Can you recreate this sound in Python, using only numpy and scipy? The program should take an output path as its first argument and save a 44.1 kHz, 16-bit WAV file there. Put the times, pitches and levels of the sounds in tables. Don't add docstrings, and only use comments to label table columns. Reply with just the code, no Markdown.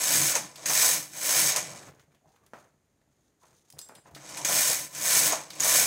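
import sys
import numpy as np
from scipy import signal
from scipy.fft import rfft, irfft
from scipy.io import wavfile

SR = 44100
rng = np.random.default_rng(int(sys.argv[2]) if len(sys.argv) > 2 else 0)


def digitize_waveform(pressure):
    field = np.atleast_2d(pressure).T
    bounded = np.clip(field, -1, 1)
    quanta = np.round(bounded * 32767).astype(np.int16)
    wavfile.write(sys.argv[1], SR, quanta)


N = 258796
TIME = np.arange(N) / SR

# [dB per Hz, relative]
NEEDLE_SPECTRUM = [(700, -35.5), (1400, -7.5), (1800, -2), (2550, -9), (2800, -7), (4400, -7), (5600, -1.5),
                   (7300, -1), (9300, -2), (11400, -4.5), (12700, -8), (14000, -2.5), (15800, -7.5)]
# centre_hz [Hz], width_hz [Hz], lift_db [dB]
NEEDLE_RESONANCES = [(1686, 96, 0), (2290, 380, 3.5), (2427, 150, 8), (6280, 670, 5), (6380, 550, 2),
                     (7870, 500, 4), (8980, 130, 4), (11190, 480, 3.5)]
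# centre_hz [Hz], width_hz [Hz], lift_db [dB]
BED_RESONANCES = [(141.6, 14, 8.9), (300.9, 23, 11.4), (649, 30, 6.5), (1010, 11, 4.7), (1080, 44, 1.8)]


def undb(db):
    return 10 ** (np.asarray(db) / 20)


def unit(x):
    return x / np.sqrt(np.mean(x ** 2))


def colour(x, points, peaks=(), size=8192):
    f = np.maximum(np.arange(size // 2 + 1) * SR / size, 1)
    hz, db = np.transpose(points)
    shape = np.interp(np.log(f), np.log(hz), db)
    for centre, width, lift in peaks:
        shape = shape + lift / (1 + (2 * (f - centre) / width) ** 2)
    cepstrum = irfft(np.log(undb(shape)))
    cepstrum[1:size // 2] *= 2
    cepstrum[size // 2 + 1:] = 0
    impulse = irfft(np.exp(rfft(cepstrum)))
    return signal.fftconvolve(x, impulse)[:len(x)]


def lowpass(x, hz):
    sos = signal.butter(1, min(hz, .45 * SR), fs=SR, output="sos")
    return signal.sosfiltfilt(sos, x)


def fade(t60):
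    return undb(-60 * TIME[:SR // 2] / t60)


def burst(t60):
    return rng.standard_normal(SR // 2) * fade(t60)


def ring(hz, t60):
    return np.sin(2 * np.pi * hz * TIME[:SR // 2]) * fade(t60)


def add(out, s, x, db):
    i = max(int(s * SR), 0)
    hit = x * undb(db) / np.abs(x).max()
    out[i:i + len(x)] += hit[:N - i]


def grains(rate, spread_db):
    chance = np.clip(rate / SR, 1e-3, 1)
    signs = rng.choice([-1, 1], N)
    sizes = signs * undb(spread_db * np.clip(rng.standard_normal(N), -2, 2))
    return unit((rng.random(N) < chance) * sizes / np.sqrt(chance))


def clatter(rate, spread_db, t60):
    energy_decay = undb(-120 / (t60 * SR))
    energy = signal.lfilter([1], [1, -energy_decay], grains(rate, spread_db) ** 2)
    return unit(np.sqrt(energy) * rng.standard_normal(N))


def flutter(rate, depth_db):
    knots = rng.standard_normal(N // 20)
    return undb(depth_db * np.interp(TIME * rate, np.arange(len(knots)), knots))


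def swell(s, rise_s, fall_s, shape=2):
    return np.exp(-np.abs((TIME - s) / np.where(TIME < s, rise_s, fall_s)) ** shape)


def lifts(rows, width_s):
    return undb(sum(db * swell(s, width_s, width_s) for s, db in rows))


def reverb(x, t60, wet_db):
    tail = burst(t60)
    response = undb(wet_db) * tail / np.linalg.norm(tail)
    response[0] += 1
    bass = lowpass(x, 500)
    return bass + signal.fftconvolve(x - bass, response / np.linalg.norm(response))[:len(x)]


def room_tone():
    # [dB per Hz, relative]
    room_spectrum = [(24, -31), (40, -1), (80, 1), (309, -2.5), (838, -12.5), (1250, -16.5), (1960, -17),
                     (2840, -22.5), (5580, -24), (6640, -15), (8110, -25), (14400, -29.5), (15500, -37)]
    hiss = colour(rng.standard_normal(N), room_spectrum, [(6530, 700, -1), (8950, 200, 8.0)])
    return unit(hiss) * undb(-72.5)


def push_strength():
    # fastest_s [s], level_db [dB], speeding_up_s [s], slowing_down_s [s]
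    push_rows = [(0.155, -24.5, .195, 0.27), (0.822, -21.5, 0.18, 0.15), (1.355, -23, 0.14, 0.34),
                 (4.645, -23.5, 0.32, 0.15), (5.164, -22.5, .15, 0.22), (5.76, -19.5, 0.16, 0.13)]
    push_shape = 2.17
    park_s, restart_s, stopping_s = 1.87, 4.16, .04
    bells = np.array([undb(db) * swell(s, rise_s, fall_s, push_shape)
                      for s, db, rise_s, fall_s in push_rows])
    parked = (TIME > park_s) & (TIME < restart_s)
    moving = np.where(parked, swell(park_s, stopping_s, stopping_s), 1)
    push = np.linalg.norm(bells, axis=0) * moving * flutter(22.04, depth_db=1.24)
    right = bells[::2].sum(axis=0) / (bells.sum(axis=0) + 1e-30)
    return push, right


def cam_load(lag_s):
    # enter_s [s], leave_s [s]
    engaged_spans = [(-0.1, 0.32), (0.657, 1.497), (4.448, 5.295), (5.602, 5.975)]
    settle_s = 0.057
    t = TIME - lag_s
    loads = [(t >= enter) * np.exp(-np.maximum(t - leave, 0) / settle_s)
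             for enter, leave in engaged_spans]
    return np.max(loads, axis=0)


def needles(drive, force):
    blows = clatter(1100 + 2600 * force, spread_db=3.2, t60=.012)
    bright = unit(colour(blows, NEEDLE_SPECTRUM, NEEDLE_RESONANCES))
    soft_tilt = [(1200, -1.0), (2300, 4.5), (3000, 3.0), (7000, 0.5), (11000, -6.5), (13000, -12), (16000, -13)]
    soft = colour(bright, soft_tilt, [(6300, 600, -0.5), (7900, 700, 0)])
    rattle = force * bright + (1 - force) * soft * undb(0.5)
    return reverb(rattle * drive, t60=0.07, wet_db=-6) * undb(0.72)


def bed(grinding, rumble):
    # [dB per Hz, relative]
    rail_spectrum = [(100, -41.5), (260, -26), (420, -2.5), (560, 4), (800, 1), (1250, 1), (1700, -9.5),
                     (3000, -22), (8000, -49.5)]
    # [dB per Hz, relative]
    table_spectrum = [(20, -51), (32, -31), (48, -17.5), (100, -5), (135, 0), (190, 3), (240, -5),
                      (340, -1), (450, -9), (900, -36.5)]
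    scuffing = reverb(clatter(1200, spread_db=0.5, t60=0.029), t60=0.16, wet_db=-2.0)
    rail = unit(colour(scuffing, rail_spectrum, BED_RESONANCES))
    table = unit(colour(grains(1500, spread_db=2), table_spectrum, BED_RESONANCES))
    return rail * grinding + table * rumble


def carriage():
    # time_s [s], lift_db [dB]
    surge_rows = [(0.155, 3.5), (1.39, 3.5), (5.165, 2)]
    # time_s [s], lift_db [dB]
    drag_rows = [(0.105, 3.5), (0.364, 14.5), (0.716, 9.5), (1.345, 4), (1.574, 11), (4.505, 5),
                 (5.334, 11.5), (5.66, 6.5), (5.785, 0.5)]
    push, right = push_strength()
    cam_gap_s, lead_share = .038, 0.87
    load = lead_share * cam_load(0) + (1 - lead_share) * cam_load(cam_gap_s)
    free = np.clip(1 - load, 0, 1)
    surge = lifts(surge_rows, width_s=.035)
    drive = push * undb(-13 * free) * surge
    force = np.clip(push / undb(-23), 0, 1) ** 0.097 * 0.07 ** free
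    grind_db = -19.5 - 4 * free + 0.5 * right
    rumble_db = -36.5 - 5 * free + 2 * right
    grinding = push ** .84 * undb(grind_db) * lifts(drag_rows, width_s=.019)
    rumble = push ** 0.47 * undb(rumble_db) * surge * flutter(13, depth_db=3.0)
    return needles(drive, force) + bed(grinding, rumble)


def snaps():
    # time_s [s], level_db [peak dB before reverb and trim], ring_hz [Hz]
    snap_rows = [(0.3136, -17, 6620), (0.3534, -9.5, 6500), (0.661, -14, 6600), (0.6975, -11, 6120),
                 (1.5224, -10.5, 6430), (1.5619, -11.5, 6720), (4.4508, -10, 6650), (4.4867, -12, 6100),
                 (5.2896, -15, 6600), (5.3233, -8.5, 6580), (5.6051, -5, 6720), (5.635, -9, 6080)]
    out = np.zeros(N)
    for s, db, hz in snap_rows:
        ping = ring(hz, t60=0.019) * (1 - fade(0.0017))
        add(out, s - .0007, ping + undb(-15.5) * burst(0.0058), db)
    return reverb(out, t60=0.26, wet_db=-3.0) * undb(-4.0)


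def clacks():
    # time_s [s], level_db [peak dB before low-pass and trim]
    clack_rows = [(0.354, -7.5), (0.559, -38), (0.6583, -11), (1.1348, -28), (1.5617, -6.5), (4.146, -44),
                  (4.1634, -52), (4.292, -26), (4.3723, -17), (4.4479, -12.5), (4.9495, -20.5),
                  (5.3226, -10.5), (5.503, -34), (5.5995, -9)]
    out = np.zeros(N)
    for s, db in clack_rows:
        jolt = burst(0.0033) + undb(-10.0) * burst(0.22)
        add(out, s, colour(jolt, NEEDLE_SPECTRUM, NEEDLE_RESONANCES), db)
    return lowpass(out, hz=12300) * undb(-2.0)


def knocks():
    # time_s [s], level_db [peak dB before trim], bass_boost_db [dB], pitch_hz [Hz]
    knock_rows = [(0.359, -22.5, -1.5, 880), (0.698, -22.5, -15, 1300), (0.712, -39, -10, 750),
                  (1.567, -25.5, -6, 708), (2.535, -26, 6.5, 1240), (3.435, -45.5, -7, 1032),
                  (3.894, -35.5, 8.5, 1400), (3.922, -38, 31, 880), (4.057, -40, 5, 920),
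                  (4.163, -34.5, -16, 1800), (4.489, -24, -16, 740), (5.329, -19, -14, 840)]
    # [dB per Hz, relative]
    knock_spectrum = [(40, -43), (100, -19.5), (190, -6), (400, -6), (630, 1), (1000, -3.5), (1400, -4.5),
                      (1900, -7), (2450, -10.5), (3400, -21.5), (6500, -21.5), (15000, -40)]
    # centre_hz [Hz], width_hz [Hz], lift_db [dB]
    knock_resonances = [(280, 25, -0.5), (606, 69, 2.5), (863, 20, 3), (1120, 43, -4)]
    out = np.zeros(N)
    for s, db, bass_db, hz in knock_rows:
        blow = burst(0.039) + undb(-3.0) * burst(0.34)
        blow = blow + (undb(bass_db) - 1) * lowpass(blow, hz=400)
        shiver = undb(-31.0) * colour(burst(0.42), NEEDLE_SPECTRUM, NEEDLE_RESONANCES)
        spot = (hz, 0.48 * hz, 7)
        add(out, s, colour(blow, knock_spectrum, knock_resonances + [spot]) + shiver, db)
    return out * undb(-3.5)


def latches():
    # time_s [s], level_db [peak dB], pitch_hz [Hz]
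    latch_rows = [(0.558, -33, 5030), (1.996, -47.5, 2180), (2.118, -60.5, 2400), (2.147, -55.5, 3600),
                  (2.290, -62, 6570), (2.361, -53.5, 1710), (2.464, -58, 2090), (3.014, -64.5, 2005),
                  (3.952, -42.5, 4320), (4.149, -35, 4800), (5.504, -30, 4850), (5.552, -41, 8000),
                  (5.594, -37, 5530)]
    out = np.zeros(N)
    for s, db, hz in latch_rows:
        tick = burst(0.06) + undb(-11.5) * burst(0.33)
        tick_spectrum = [(hz / 5, -14), (hz, 0), (hz * 0.97, -5), (hz * 5, -20)]
        add(out, s, colour(tick, tick_spectrum), db)
    return out


def bumps():
    # time_s [s], level_db [peak dB]
    bump_rows = [(1.72, -45), (1.82, -60), (2.078, -57.5), (2.139, -57), (2.257, -56.5), (2.739, -61),
                 (3.015, -65.5), (3.074, -64.5), (3.187, -64.5), (3.465, -66), (3.734, -49), (4.11, -48),
                 (4.135, -48)]
    bump_spectrum = [(40, -18), (150, -5), (300, -20.5), (700, -16.0), (2500, -48)]
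    out = np.zeros(N)
    for s, db in bump_rows:
        add(out, s, colour(burst(0.11), bump_spectrum, BED_RESONANCES), db)
    return out


def hands():
    # time_s [s], dying_away_s [s], fabric_rub_db [dB], hook_scrape_db [dB]
    tug_rows = [(1.78, 0.14, -53.5, -61), (1.89, 0.045, -59, -76.5), (2.005, 0.046, -65, -71),
                (2.13, 0.047, -70, -82.5), (2.295, 0.086, -70, -73.5), (2.44, .08, -68, -79),
                (2.575, 0.11, -63, -67), (3.125, .25, -88, -81.5), (3.265, .04, -76.5, -83),
                (3.435, 0.22, -70, -67.5), (3.575, 0.014, -89, -84), (3.68, 0.032, -82, -73),
                (3.79, 0.099, -61.5, -78), (3.98, .025, -59, -72), (4.075, 0.064, -58.5, -65.5)]
    # [dB per Hz, relative]
    rub_spectrum = [(20, -38), (40, -27), (80, -4), (145, 2), (230, -8.5), (400, -3), (800, -7),
                    (1100, -10.5), (1700, -11.5), (2500, -19), (5000, -33)]
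    # [dB per Hz, relative]
    hook_spectrum = [(1500, -9), (2500, -9), (3700, -2.5), (5400, -4), (6500, 2), (8200, -7), (11400, -10),
                     (12500, -16.5), (13800, -10.5), (15500, -16)]
    rub = unit(colour(grains(900, spread_db=3.0) * flutter(35, depth_db=3.0), rub_spectrum))
    scraping = clatter(330, spread_db=3.5, t60=0.047)
    hooks = unit(colour(scraping, hook_spectrum, [(6490, 400, 5), (8800, 200, 11)]))
    out = np.zeros(N)
    for s, fall_s, rub_db, hook_db in tug_rows:
        out += swell(s, 0.028, fall_s) * (rub * undb(rub_db) + hooks * undb(hook_db))
    return out


def scrapes():
    # start_s [s], end_s [s], level_db [dB], start_hz [Hz], end_hz [Hz]
    scrape_rows = [(2.204, 2.358, -68, 640, 842), (2.358, 2.482, -75, 1000, 1245),
                   (3.415, 3.465, -66, 1000, 1050), (4.18, 4.351, -61, 750, 896),
                   (4.344, 4.476, -48, 850, 1000)]
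    out = np.zeros(N)
    for start, end, db, start_hz, end_hz in scrape_rows:
        progress = np.clip((TIME - start) / (end - start), 0, 1)
        pitch = start_hz + (end_hz - start_hz) * progress
        phase = 2 * np.pi * np.cumsum(pitch) / SR
        rasp = unit(lowpass(rng.standard_normal(N), hz=132) * np.sin(phase))
        out += rasp * np.sqrt(np.abs(np.sin(np.pi * progress))) * undb(db)
    return out


def claw_ring(count=4):
    # pitch_hz [Hz], level_db [dB, relative], t60_s [s]
    claw_modes = [(3600, -15, 0.12), (5000, -0.5, 0.11), (4960, 2, 0.13), (6200, -13, 0.13),
                  (7760, -8, 0.17), (7650, 0, 0.22), (9040, 0, 0.18), (9200, -23, .15), (11460, -18, 0.11),
                  (13090, -23, .15), (14300, -20, .18)]
    out = 0
    for hz, db, t60 in claw_modes:
        for detune, size in rng.standard_normal((count, 2)):
            out = out + undb(db) * size * ring(hz * (1 + 0.00296 * detune), t60)
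    return out / np.sqrt(count)


def clinks():
    # [dB, relative]
    clink_rows = [(2.464, -45.5, -19), (3.466, -53, -1), (3.564, -56, -7), (3.702, -34, -14),
                  (3.725, -39, -14), (3.786, -32, 3), (3.790, -22, -14), (3.815, -28, -2),
                  (3.888, -37.5, -4), (3.951, -40, 2.5)]
    tick_spectrum = [(100, -48), (600, -4.0), (2500, -5.0), (5000, 3.5), (9000, 4.5), (15000, -4.0)]
    out = np.zeros(N)
    for s, db, ring_db in clink_rows:
        contact = burst(.018) + undb(-22) * burst(.25)
        tick = colour(contact, tick_spectrum)
        add(out, s, tick + undb(ring_db - 8) * claw_ring(), db)
    return reverb(out, t60=0.3, wet_db=-7.0) * undb(-2.0)


def scene():
    machine = carriage() + snaps() + clacks() + knocks()
    handwork = latches() + bumps() + hands() + scrapes() + clinks()
    mono = room_tone() + machine + handwork
    return np.array([mono, mono])


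def record(dry):
    bass_cut = signal.butter(2, 42, "highpass", fs=SR, output="sos")
    top_cut = signal.ellip(12, .1, 80, 15750, fs=SR, output="sos")
    thin = signal.sosfilt(bass_cut, dry)
    return signal.sosfilt(top_cut, thin)


dry = scene()
out = record(dry)
digitize_waveform(out)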